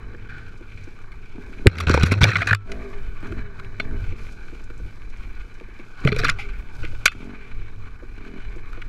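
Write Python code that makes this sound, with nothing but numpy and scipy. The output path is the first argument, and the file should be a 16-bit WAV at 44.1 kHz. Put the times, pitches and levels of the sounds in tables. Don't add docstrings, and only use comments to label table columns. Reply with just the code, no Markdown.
import sys
import numpy as np
from scipy import signal
from scipy.fft import rfft, irfft
from scipy.io import wavfile
from scipy.ndimage import uniform_filter1d, minimum_filter1d

SR = 44100
rng = np.random.default_rng(int(sys.argv[2]) if len(sys.argv) > 2 else 0)


def dump_mix(stems):
    frames = np.atleast_2d(stems).T
    limited = np.clip(frames, -1, 1)
    pcm = np.round(limited * 32767).astype(np.int16)
    wavfile.write(sys.argv[1], SR, pcm)


N = 391608
TIME = np.arange(N) / SR


def from_db(db):
    return 10 ** (np.asarray(db) / 20)


def to_db(gain):
    return 20 * np.log10(gain + 1e-9)


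def rms_one(x):
    return x / np.sqrt(np.mean(x ** 2) + 1e-20)


def passed(x, hz, kind, order=2):
    return signal.sosfilt(signal.butter(order, min(hz, .45 * SR), kind, fs=SR, output="sos"), x)


def drift(rate):
    return rms_one(np.interp(TIME * rate, np.arange(9000), rng.standard_normal(9000)))


def coloured(spectrum):
    hz, db = np.transpose(spectrum)
    log_hz = np.log(np.fft.rfftfreq(N, 1 / SR) + 1e-3)
    gain = from_db(np.interp(log_hz, np.log(hz), db))
    return rms_one(irfft(rfft(rng.standard_normal(N)) * gain, N))


def resonate(x, modes):
    out = 0
    for k, (hz, width, db) in enumerate(modes):
        r = np.exp(-np.pi * width / SR)
        poles = [1, -2 * r * np.cos(2 * np.pi * hz / SR), r * r]
        gain = (-1) ** k * from_db(db) * (1 - r * r) / 2
        out = out + gain * signal.lfilter([1, 0, -1], poles, x + 1e-18)
    return out


def evened(x, span_s):
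    power = uniform_filter1d(x ** 2, max(int(span_s * SR), 2))
    return x / np.sqrt(np.abs(power) + 1e-14)


def add(out, s, sound, peak_db):
    at = max(round(s * SR), 0)
    out[at:at + len(sound)] += (from_db(peak_db) * sound / np.abs(sound).max())[:N - at]


def swells(starts, lengths, heights, attack_s, release_s):
    out = np.zeros(N)
    for s, length, height in zip(starts, lengths, heights):
        rising = np.maximum(s - TIME, 0) ** 2 * 2 / attack_s ** 2
        falling = np.maximum(TIME - s - length, 0) / release_s
        out = np.maximum(out, height * np.exp(-np.minimum(rising + falling, 40)))
    return out


def bumpy_level(events, column, steady_db, attack_s, release_s):
    rows = np.transpose(events)
    bumps = swells(rows[0], rows[1], from_db(rows[column]), attack_s, release_s)
    return to_db(np.hypot(from_db(steady_db), bumps))


def ticking(t, ticks_per_s, fade_s):
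    happens = rng.random(len(t)) < ticks_per_s / SR
    later = happens * rng.uniform(-0.83, 1, len(t)) * np.exp(-t / fade_s)
    return (t == 0) + later


# (time [s], length [s], top speed [revolutions per s], exhaust level [dB],
# misfiring added to that of the idling engine [0-1], airbox level [dB])
THROTTLE_BLIPS = [(0, 0.096, 47.2, -62, 0.36, -68), (1.33, 0.32, 41, -44.5, 0.38, -56),
                  (1.7, 0.77, 55.4, -33, 0.4, -72), (2.66, 0.15, 53.5, -46, 0, -39.5),
                  (3.23, .17, 49.1, -41.5, 0.25, -48), (3.56, 0.084, 43.5, -68, 0.2, -54),
                  (3.8, .16, 58.5, -42.5, 0.23, -48.5), (6.02, 0.28, 54, -39.5, .25, -46),
                  (7.135, .2, 48.4, -40.5, 0.31, -55.5), (8.18, 0.21, 44.2, -44, 0.28, -55)]
IDLE_REV_PER_S, COAST_S = 28, .41


def engine_speed():
    speed = np.full(N, float(THROTTLE_BLIPS[0][2]))
    for s, length, top, *_ in THROTTLE_BLIPS:
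        before = np.interp(s, TIME, speed)
        fall = np.exp(-np.maximum(TIME - s - length, 0) / COAST_S)
        coasting = IDLE_REV_PER_S + (top - IDLE_REV_PER_S) * fall
        pulling = before + (top - before) * np.sin(np.pi / 2 * (TIME - s) / length)
        after = np.where(TIME < s + length, pulling, coasting)
        speed = np.where(TIME < s, speed, after)
    return speed


THROTTLE_OPEN_S, THROTTLE_SHUT_S = 0.016, 0.0096
IDLE_DB, DB_PER_REV_PER_S = -55, 0.1774
IDLE_MISFIRING, MISFIRING_FADE_REV_PER_S = 0.46, 14


def throttle(above_idle):
    s, length, _, open_db, stumble, _ = np.transpose(THROTTLE_BLIPS)
    shut = from_db(IDLE_DB + DB_PER_REV_PER_S * above_idle)
    opened = swells(s, length, from_db(open_db), THROTTLE_OPEN_S, THROTTLE_SHUT_S)
    misfiring = swells(s, length, stumble, THROTTLE_OPEN_S, THROTTLE_SHUT_S)
    misfiring = misfiring + IDLE_MISFIRING * np.exp(-above_idle / MISFIRING_FADE_REV_PER_S)
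    return to_db(np.hypot(shut, opened)), misfiring


def scattered(x, decay_s=0.007, share=0.6):
    t = TIME[:SR // 12]
    cloud = rng.standard_normal(len(t)) * np.exp(-t / decay_s) * (t > .003)
    return x + share * signal.fftconvolve(x, cloud / np.linalg.norm(cloud))[:N]


# (frequency [Hz], width [Hz], level [dB])
PIPE_RESONANCES = [(97, 16, 4), (163, 24, 0), (218, 42, 0), (337, 34, -3.5), (388, 43, -7), (459, 39, -4.5),
                   (650, 1100, -19.5)]


def exhaust(turns, exhaust_db, misfiring, swell=2.3):
    misfiring = np.clip(misfiring, .05, 1)
    timing = .012 * drift(25) + .14 * misfiring ** 2 * drift(40)
    burn = np.maximum.accumulate(turns + timing)
    strength = from_db((1.2 + 3.5 * misfiring) * drift(60))
    fired = np.diff(np.floor(burn), prepend=0) * strength
    fired = fired + .04 * misfiring * rng.standard_normal(N) * np.exp(-6 * (burn % 1))
    load = np.clip((exhaust_db + 50) / 7, 0, 1)
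    pipe = resonate(fired, PIPE_RESONANCES) + swell * load * resonate(fired, [(230, 34, 1)])
    tone = passed(passed(scattered(pipe), 790, "low"), 51, "high")
    return from_db(exhaust_db) * evened(tone, 0.19)


def hum(turns, speed, resonances, count=18):
    hz, db = np.transpose(resonances)
    out = 0
    for k in range(3, count):
        level_db = np.interp(k * speed, hz, db) + 2 * drift(18)
        phase = k * turns + rng.random() + .04 * drift(30)
        out = out + from_db(level_db) * np.sin(2 * np.pi * phase)
    return out


# (frequency [Hz], level [dB])
AIRBOX_RESPONSE = [(100, -7), (150, -9), (200, -11), (230, -0.5), (260, -5.5), (300, -7), (350, -11),
                   (405, 10.5), (450, -18), (510, -11.5), (560, -18), (660, -5.5), (730, -23), (1000, -32)]
# (frequency [Hz], level [dB])
OVERRUN_RESPONSE = [(100, -11), (150, -12), (185, -3), (235, -0.5), (290, -8), (350, -8), (405, -3.5),
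                    (460, -3.5), (520, -19.5), (1000, -38)]
AIRBOX_FADE_S = 0.12
OVERRUN_DB, OVERRUN_DB_PER_REV_PER_S = -62.5, 0.5853


def intake(turns, speed, build_s=0.05):
    s, length, _, _, _, airbox_db = np.transpose(THROTTLE_BLIPS)
    opened = swells(s + build_s, length - build_s, from_db(airbox_db), build_s, AIRBOX_FADE_S)
    shut = from_db(OVERRUN_DB + OVERRUN_DB_PER_REV_PER_S * (speed - IDLE_REV_PER_S))
    return opened * hum(turns, speed, AIRBOX_RESPONSE) + shut * hum(turns, speed, OVERRUN_RESPONSE)


THROB_DB, THROB_DB_PER_REV_PER_S = -58, 0.98


def throb(turns, above_idle):
    level_db = THROB_DB + THROB_DB_PER_REV_PER_S * above_idle + 2 * drift(17)
    return from_db(level_db) * np.sin(2 * np.pi * turns)


# (time [s], peak level [dB])
LATE_FIRINGS = [(0.107, -38), (.142, -37), (0.608, -34.5), (0.872, -35), (1.174, -46), (1.353, -39),
                (1.402, -46), (3.228, -36), (3.318, -26.5), (4.122, -32), (4.526, -34.5), (4.7, -35),
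                (4.797, -36.5), (4.855, -37), (5.269, -42), (5.61, -32), (5.681, -40), (5.791, -34),
                (6.837, -27), (6.929, -37), (8.025, -34), (8.562, -33.5), (8.775, -33.5)]
# (frequency [Hz], width [Hz], level [dB])
POP_RESONANCES = [(209, 24, 3), (332, 60, 7.5), (372, 40, 5), (470, 36, 0), (670, 140, -18.5)]


def pops(echo_s=0.0104, echo=0.08, rough=0.18, puff_s=0.0051):
    out, t = np.zeros(N), TIME[:SR // 10]
    for s, db in LATE_FIRINGS:
        blast = (t == 0) + rough * rng.standard_normal(len(t)) * np.exp(-t / puff_s)
        blast[int(echo_s * SR * rng.uniform(.8, 1.2))] += echo
        add(out, s, passed(resonate(blast, POP_RESONANCES), 1600, "low"), db)
    return out


# (frequency [Hz], width [Hz], level [dB])
CASING_RESONANCES = [(816, 236, -5), (1159, 122, 1.5), (1480, 124, 7), (1620, 225, 2), (1970, 260, -12),
                     (2050, 310, -14.5), (2330, 213, 3), (2640, 68, -12.5), (2953, 34, -7),
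                     (3720, 81, -13.5), (4007, 78, -8), (4800, 890, -30), (5720, 2000, -28),
                     (7000, 600, -41)]
# (time [s], length [s], leaves level [dB], rattle of the bike [dB])
BUSH_SWEEPS = [(.8, 0.093, -66, -55), (1.43, 0.51, -62, -54.5), (2.7, 0.27, -60, -49),
               (3.2, 0.16, -62, -47.5), (3.6, 0.45, -64, -54), (4.2, 0.12, -57, -56), (4.4, 0.66, -64, -56),
               (5.1, 1, -69, -53), (6.0, 0.4, -59, -43.5), (6.76, 0.18, -55.5, -48),
               (7.0, 0.19, -57.5, -49), (8.27, 0.73, -73, -53)]
BUSH_ATTACK_S, BUSH_RELEASE_S = 0.06, 0.096
CLATTER_DB, CLATTER_DB_PER_REV_PER_S = -53, 0.2238


def clatter(turns, above_idle, slap=0.38, slap_turns=0.86, churn_db=-12):
    casing_db = CLATTER_DB + CLATTER_DB_PER_REV_PER_S * above_idle
    clatter_db = bumpy_level(BUSH_SWEEPS, 3, casing_db, BUSH_ATTACK_S, BUSH_RELEASE_S)
    beat = 1 + slap * np.exp(-(2 * turns % 1) / slap_turns) * from_db(5 * drift(50))
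    shake = rng.standard_normal(N) * beat * from_db(2.3 * drift(120))
    rings = 0
    for k, mode in enumerate(CASING_RESONANCES):
        rings = rings + (-1) ** k * resonate(shake, [mode]) * from_db(1.8 * drift(9))
    casing = rms_one(passed(rings, 6150, "low"))
    churn = coloured([(60, -61), (140, 11.5), (240, 9.0), (450, -7), (600, -1.0), (900, -1.0), (2000, -52.0)])
    return from_db(clatter_db) * (casing + from_db(churn_db) * churn)


# (frequency [Hz], width [Hz], level [dB])
HOUSING_RESONANCES = [(700, 56, 5.5), (1219, 112, 6.5), (1474, 139, 10.5), (1800, 800, -10.5),
                      (2070, 120, 5.5), (2418, 123, 5.5), (2870, 53, -1.5), (3500, 390, -8.5),
                      (3940, 146, -1), (4720, 410, -8.5), (5630, 250, -9), (6700, 1500, -21),
                      (7500, 310, -16.5), (9640, 2000, -29), (11600, 1900, -26)]


def touched(detune, uneven_db):
    modes = []
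    for hz, width, db in HOUSING_RESONANCES:
        shifted_hz = hz * np.exp(detune * rng.standard_normal())
        modes.append((shifted_hz, width, db + uneven_db * rng.standard_normal()))
    return modes


# (time [s], peak level [dB], slip time [s], brightness [dB], twig ring [Hz])
TWIG_KNOCKS = [(0.146, -33, 0.0039, -9, 1570), (0.288, -32, 0.12, -14, 1510),
               (1.118, -35, 0.0081, -9, 1380), (1.6699, 13.5, 0.00071, 4, 2050),
               (1.755, -15, .0025, 3, 2480), (1.784, -5.5, 0.0038, 8, 2370), (1.802, -3, 0.0064, 6.5, 1345),
               (1.87, -8.5, 0.0016, -15, 2600), (1.8956, -1.5, 0.0014, 15, 1110),
               (1.913, -12, 0.0036, 6, 4400), (1.94, 2, 0.0053, 4.5, 1050), (1.9753, 2, 0.0015, -19, 910),
               (2.01, -6, 0.0028, -17, 2460), (2.032, 0, 0.0047, 16, 1190), (2.059, -4.5, 0.013, 6, 1540),
               (2.113, -1.5, 0.0069, 3, 2180), (2.119, 0, 0.0056, 13, 1070),
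               (2.214, -3.5, 0.0023, 11, 2310), (2.234, 9.5, 0.0012, -1, 3500),
               (2.24, 13, 0.0031, 11.5, 2330), (2.251, 3, 0.0026, 2, 1710), (2.287, -6, 0.0022, -3, 2000),
               (2.296, 2, 0.0018, -6, 1830), (2.315, -1, 0.0082, -6, 1750),
               (2.3556, 3.5, 0.0077, -12, 2120), (2.368, -4.5, 0.0025, 9, 1700),
               (2.406, -7.5, 0.011, -8, 1610), (2.418, 0, 0.0046, -5, 1930),
               (2.427, -4.5, 0.0034, -15, 1310), (2.471, -4, 0.0068, 4, 1690), (2.486, -7, 0.004, -3, 1440),
               (2.493, -8, 0.0063, -5, 1550), (2.509, -0.5, 0.0028, -8, 1550),
               (2.5299, 4, 0.0028, -2, 1620), (2.548, -3, 0.0014, 5, 1400), (2.717, -22, 0.0036, 13, 1200),
               (3.597, -26.5, 0.0036, -3, 1405), (3.799, -13, 0.0041, -19, 2180),
               (6.05, -16.5, 0.0012, 0, 1400), (6.0739, -3, 0.0024, -9, 2250),
               (6.082, -24, .002, -10, 4370), (6.087, -9.5, 0.005, -18, 1940),
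               (6.119, -10.5, 0.0019, -24, 1320), (6.126, -8.5, 0.002, -13, 2300),
               (6.163, -13, 0.0015, 17, 2200), (6.186, -12.5, 0.012, 8, 1550),
               (6.199, -15, 0.0021, 18, 2300), (6.235, -8.5, 0.002, -16, 1490),
               (6.2441, -1.5, 0.0051, 7, 1340), (6.2511, -3.5, 0.0052, -4, 1404),
               (6.264, -11.5, 0.011, -15, 2370), (6.283, -5, 0.002, 2, 1620), (6.29, 0, 0.0037, -23, 1530),
               (6.2962, -2, 0.0037, 23, 1480), (6.386, -18, 0.028, 4, 2320),
               (6.831, -25.5, 0.027, -27, 2320), (7.056, 1.5, 0.0038, 8, 1436),
               (7.0593, 1.5, 0.008, 10, 2460), (7.0795, 1, 0.00063, -2, 2350),
               (7.116, -21.5, 0.01, 1.5, 1430), (8.817, -26, 0.0056, -6, 2160)]


def knocks(first_slip=3.8, twig_db=10.0, low_cut_hz=1150, crack_db=-13, shudder=0.043, shudder_s=0.011):
    out, t = np.zeros(N), TIME[:SR // 4]
    for s, db, slip_s, bright_db, twig_hz in TWIG_KNOCKS:
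        pressure = np.maximum(np.exp(-(t / slip_s) ** 2 / 2), shudder * np.exp(-t / shudder_s))
        skid = rng.standard_normal(len(t)) * from_db(2 * rng.standard_normal(len(t))) * pressure
        blow = skid + first_slip * (t == 0)
        shell = resonate(blow, touched(detune=.02, uneven_db=2.2))
        shell = passed(passed(shell, 11300, "low", order=3), low_cut_hz, "high", order=5)
        dull = passed(shell, 3740, "low", order=1)
        bright = from_db(bright_db) * (shell - dull)
        twig = resonate(blow, [(twig_hz, twig_hz / 5, twig_db)])
        twig = resonate(twig, [(twig_hz, twig_hz / 2, 0)])
        crack = from_db(crack_db) * passed(passed(blow, 470, "high"), 1720, "low")
        add(out, s, passed(dull, 6500, "low") + bright + twig + crack, db)
    return out


# (time [s], peak level [dB], ring [Hz], cycles rung [count])
HELMET_BLOWS = [(1.657, -9.5, 357, 0.82), (1.6622, 1, 389, 1.5), (1.669, 14.5, 95, 0.6),
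                (1.898, -5.5, 107.3, 1.2), (1.9, 4, 370, 0.43), (1.942, 2.5, 132, 0.83),
                (1.945, 0.5, 534, 2), (1.975, -1.5, 467, 2.2), (2.034, 10, 133, 0.63),
                (2.037, -12, 302, 1.3), (2.119, 5.5, 198, 0.28), (2.122, -4.5, 477, 0.61),
                (2.229, 11, 111, 1.1), (2.243, 4, 650, 0.97), (2.216, -4, 950, 2), (2.252, -3, 855, 2),
                (2.418, -15.5, 685, 5.3), (2.474, -18, 760, 1.8), (2.531, -14, 940, 1.7),
                (2.533, -10, 100.6, 3.9), (3.799, -27, 300, 0.71), (3.8, -28, 680, 2.1),
                (6.051, -4, 144, 1.8), (6.056, -12, 437, 3.6), (6.075, -9.5, 614, 2.3),
                (6.085, -16, 228, 2.6), (6.121, -9.5, 189, 0.99), (6.121, -8.5, 419, 5.8),
                (6.164, -15, 480, 2.8), (6.194, -20.5, 442, 18), (6.2, -25, 706, 11),
                (6.236, -12, 462, 2.2), (6.246, -19.5, 273, 2.4), (6.39, -28, 810, 8),
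                (7.057, -23.5, 618, 2.86)]


def thuds(crunch=0.24, crunch_s=0.0046):
    out, t = np.zeros(N), TIME[:SR // 8]
    for s, db, hz, cycles in HELMET_BLOWS:
        swing = np.sin(2 * np.pi * hz * t) * np.exp(-t * hz / cycles)
        bark = rms_one(passed(rng.standard_normal(len(t)), 580, "low", order=4)) * np.exp(-t / crunch_s)
        add(out, s, passed(swing + crunch * bark, max(1.27 * hz, 420), "low", order=4), db)
    return out


# (time [s], length [s], rasp level [dB], shell drone level [dB], judder [Hz])
BRANCH_DRAGS = [(1.699, 0.14, -26.5, -12.5, 86), (1.874, 0.26, -20, -6, 72), (2.067, .12, -26.5, -7.5, 97),
                (2.215, 0.087, -12.5, -1, 101), (2.333, 0.069, -21, -12.5, 94),
                (2.432, 0.068, -28.5, -21.5, 100), (2.517, 0.0098, -25, -9, 101),
                (6.064, 0.042, -36, -12, 125), (6.15, 0.17, -31.5, -26, 135)]
DRAG_ATTACK_S, DRAG_RELEASE_S = 0.0069, 0.013


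def dragging(slips_per_s=3000, patchy_db=3.0, waver=0.0556, growl_share=0.21, rasp_top_hz=7000, rasp_low_hz=1050):
    s, length, rasp_db, drone_db, judder_hz = np.transpose(BRANCH_DRAGS)
    rasping = swells(s, length, from_db(rasp_db), DRAG_ATTACK_S, DRAG_RELEASE_S)
    droning = swells(s, length, from_db(drone_db), DRAG_ATTACK_S, DRAG_RELEASE_S)
    sizes = from_db(4 * np.minimum(rng.exponential(1, N), 4)) * rng.choice([-1, 1], N)
    slips = sizes * (rng.random(N) < slips_per_s / SR)
    twig = rng.integers(0, 5, N)
    rasp = 0
    for k in range(5):
        own_slips = slips * (twig == k) * from_db(5 * drift(60))
        rasp = rasp + resonate(own_slips, touched(detune=.07, uneven_db=3.5))
    rasp = passed(passed(rasp, rasp_top_hz, "low"), rasp_low_hz, "high", order=3)
    rasp = evened(rasp, 0.022) * from_db(patchy_db * drift(110))
    judder = np.interp(TIME, s + length / 2, judder_hz) * (1 + waver * drift(70))
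    swing = np.sin(2 * np.pi * np.cumsum(judder) / SR) * from_db(2.8 * drift(45))
    growl = resonate(slips, [(159.0, 26.0, 10.2), (399, 91, 3.3), (513, 180, 0.44), (954, 110, 0.5)])
    growl = rms_one(passed(growl, 460, "low"))
    return rasping * rasp + droning * (swing + growl_share * growl)


# (time [s], peak level [dB], favoured pitch [Hz])
MOUNT_PINGS = [(2.546, -24.5, 1330), (3.8, -26, 3900), (6.081, -24, 4270), (6.119, -17, 4200),
               (6.249, -10.5, 4200), (7.079, -14.5, 2500)]
# (frequency [Hz], width [Hz], level [dB])
MOUNT_RESONANCES = [(1330, 5.8, -6), (2580, 17, -6), (3200, 7.6, -14), (3540, 24, -5), (4130, 45, -7),
                    (4560, 33, -13), (5550, 12, -17)]


def pings(reach_octaves=0.9):
    out, click = np.zeros(N), TIME[:SR // 2] == 0
    for s, db, favoured_hz in MOUNT_PINGS:
        modes = []
        for hz, width, level in MOUNT_RESONANCES:
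            distance = 4 * np.log2(hz / favoured_hz) / reach_octaves
            modes.append((hz, width, level - 10 * np.log10(1 + distance ** 2)))
        add(out, s, resonate(click, modes), db)
    return out


# (time [s], peak level [dB], ring [Hz])
METAL_CLACKS = [(.297, -35.5, 1650), (.385, -39, 1600), (.72, -38, 2300), (.99, -36.5, 1500),
                (1.53, -35, 1500), (3.228, -33.5, 1570), (3.269, -34, 1520), (3.323, -29.5, 1600),
                (3.647, -34, 2300), (3.912, -35, 1480), (4.268, -36, 2300), (4.702, -35, 1560),
                (5.02, -39, 2250), (5.164, -39, 2170), (5.236, -38, 2320), (5.415, -39, 2270),
                (5.6, -36, 2280), (5.798, -37.5, 2270), (6.688, -39, 2270), (6.851, -21.5, 2400),
                (7.412, -43, 2280), (8.25, -36, 1520), (8.528, -36, 1590), (8.659, -42, 2300),
                (8.731, -30.5, 1490)]


def clacks(ticks_per_s=900, fade_s=0.0069, casing_db=-3):
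    out, t = np.zeros(N), TIME[:SR // 12]
    for s, db, hz in METAL_CLACKS:
        chatter = ticking(t, ticks_per_s, fade_s)
        own = resonate(resonate(chatter, [(hz, hz / 6, 6)]), [(hz, hz, 0)])
        add(out, s, own + from_db(casing_db) * resonate(chatter, CASING_RESONANCES), db)
    return out


PEBBLES_PER_S = 7
PEBBLE_DB, PEBBLE_SPREAD_DB = -50, 3.5


def pebbles(lowest_hz=1400, highest_hz=7000, cycles=2.5):
    out, click = np.zeros(N), TIME[:SR // 40] == 0
    for when, smallness, upper in rng.random((int(PEBBLES_PER_S * N / SR), 3)):
        hz = lowest_hz * (highest_hz / lowest_hz) ** smallness
        rings = [(hz, hz / cycles / np.pi, 0), (hz * (1.2 + .6 * upper), hz / cycles, 0)]
        peak_db = PEBBLE_DB + PEBBLE_SPREAD_DB * (1 - 2 * smallness)
        add(out, when * TIME[-1], resonate(click, rings), peak_db)
    return out


# (frequency [Hz], level [dB per Hz])
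LEAF_SPECTRUM = [(600, 18), (1500, -59), (3500, 8), (6500, 3.5), (8500, -4.5), (12000, -5), (14000, -26),
                 (16000, -26)]
GRASS_DB = -65.5


def leaves(snaps_per_s=120, snap_db=-11):
    leaves_db = bumpy_level(BUSH_SWEEPS, 2, GRASS_DB, BUSH_ATTACK_S, BUSH_RELEASE_S)
    swish = coloured(LEAF_SPECTRUM) * from_db(1.2 * drift(40))
    sizes = from_db(4 * np.minimum(rng.exponential(1, N), 3)) * rng.choice([-1, 1], N)
    snaps = sizes * (rng.random(N) < snaps_per_s / SR)
    snaps = resonate(snaps, [(4760, 930, 5.0), (7900, 330, -1.0), (10500, 2500, -14)])
    return from_db(leaves_db) * (swish + from_db(snap_db) * rms_one(snaps))


# (time [s], peak level [dB])
STALK_CRACKLES = [(0.307, -53), (.576, -46), (.838, -41.5), (1.018, -49.5), (3.272, -44), (4.325, -42),
                  (4.64, -42), (4.778, -43), (5.101, -45), (5.172, -44.5), (5.231, -51), (5.542, -44),
                  (5.79, -48), (6.004, -43), (6.752, -43), (7.245, -47), (8.562, -45)]


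def stalks(ticks_per_s=1500, fade_s=0.0089, centre_hz=5200, low_hz=2800, top_hz=8500):
    out, t = np.zeros(N), TIME[:SR // 12]
    for s, db in STALK_CRACKLES:
        hz = centre_hz * rng.uniform(.75, 1.3)
        crackle = resonate(ticking(t, ticks_per_s, fade_s), [(hz, hz / 2, 0)])
        add(out, s, passed(passed(crackle, low_hz, "high"), top_hz, "low"), db)
    return out


# (time [s], length [s], air level [dB], boom level [dB])
STONE_JOLTS = [(0, 0.52, -60, -43), (.78, 0.044, -53, -40.5), (1.05, 0.45, -36, -51),
               (1.64, 0.44, -30, -47), (2.7, 0.054, -26.5, -49), (2.98, 0.18, -24, -46.5),
               (3.27, 0.17, -26.5, -37), (3.6, .25, -32, -41.5), (3.89, 0.097, -22, -35.5),
               (4.05, 0.059, -21.5, -29.5), (4.16, 0.11, -30, -42), (4.47, 0.27, -31.5, -53),
               (4.83, 0.023, -28, -39), (5.05, 0.35, -30, -51.5), (6.11, 0.23, -16, -27),
               (6.4, 0.25, -27, -63), (6.81, 0.15, -22, -36), (7.08, 0.075, -28, -38.5),
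               (7.56, 0.08, -24.5, -40), (7.76, 0.086, -29.5, -39.5), (8.12, 0.066, -32.5, -55),
               (8.42, 0.69, -29, -47)]
# (frequency [Hz], level [dB per Hz])
BUFFET_SPECTRUM = [(5, -1.5), (12, 16.5), (24, -1), (45, -1), (70, -17), (130, -43.5), (300, -33.5),
                   (800, -72.5)]
JOLT_ATTACK_S, JOLT_RELEASE_S = 0.091, 0.055
AIR_DB, BOOM_DB = -35.5, -52


def buffeting():
    air_db = bumpy_level(STONE_JOLTS, 2, AIR_DB, JOLT_ATTACK_S, JOLT_RELEASE_S)
    boom_db = bumpy_level(STONE_JOLTS, 3, BOOM_DB, JOLT_ATTACK_S, JOLT_RELEASE_S)
    air = evened(coloured(BUFFET_SPECTRUM), 0.127)
    boom = passed(resonate(rng.standard_normal(N), [(95.7, 14.7, 0)]), 170, "low", order=4)
    return from_db(air_db) * air + from_db(boom_db) * evened(boom, 0.11)


def scene():
    speed = engine_speed() * (1 + .007 * drift(9))
    turns = np.cumsum(speed) / SR
    above_idle = speed - IDLE_REV_PER_S
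    exhaust_db, misfiring = throttle(above_idle)
    engine = exhaust(turns, exhaust_db, misfiring) + intake(turns, speed) + throb(turns, above_idle)
    engine = engine + pops() + clatter(turns, above_idle)
    branches = knocks() + thuds() + dragging() + pings()
    trail = clacks() + pebbles() + leaves() + stalks()
    return (engine + branches + trail + buffeting())[None]


CUTOFF_HZ = 15800


def record(dry, threshold_db=-20, squeeze=0.6, release_db_per_s=130, attack_s=0.0075, hold_s=0.05):
    power = signal.lfilter([1 / 300], [1, 1 / 300 - 1], dry[0] ** 2)
    level_db = 10 * np.log10(np.abs(power) + 1e-12)
    half = int(hold_s * SR / 2)
    level_db = -minimum_filter1d(-level_db, 2 * half + 1, origin=half)
    held_db = np.maximum.accumulate(level_db + release_db_per_s * TIME) - release_db_per_s * TIME
    r = np.exp(-1 / (attack_s * SR))
    duck_db = signal.lfilter([1 - r], [1, -r], squeeze * np.maximum(held_db - threshold_db, 0))
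    clipped = np.clip(dry * from_db(-duck_db), -1, 1)
    return signal.sosfilt(signal.ellip(10, .1, 80, CUTOFF_HZ, fs=SR, output="sos"), clipped)


dry = scene()
out = record(dry)
dump_mix(out)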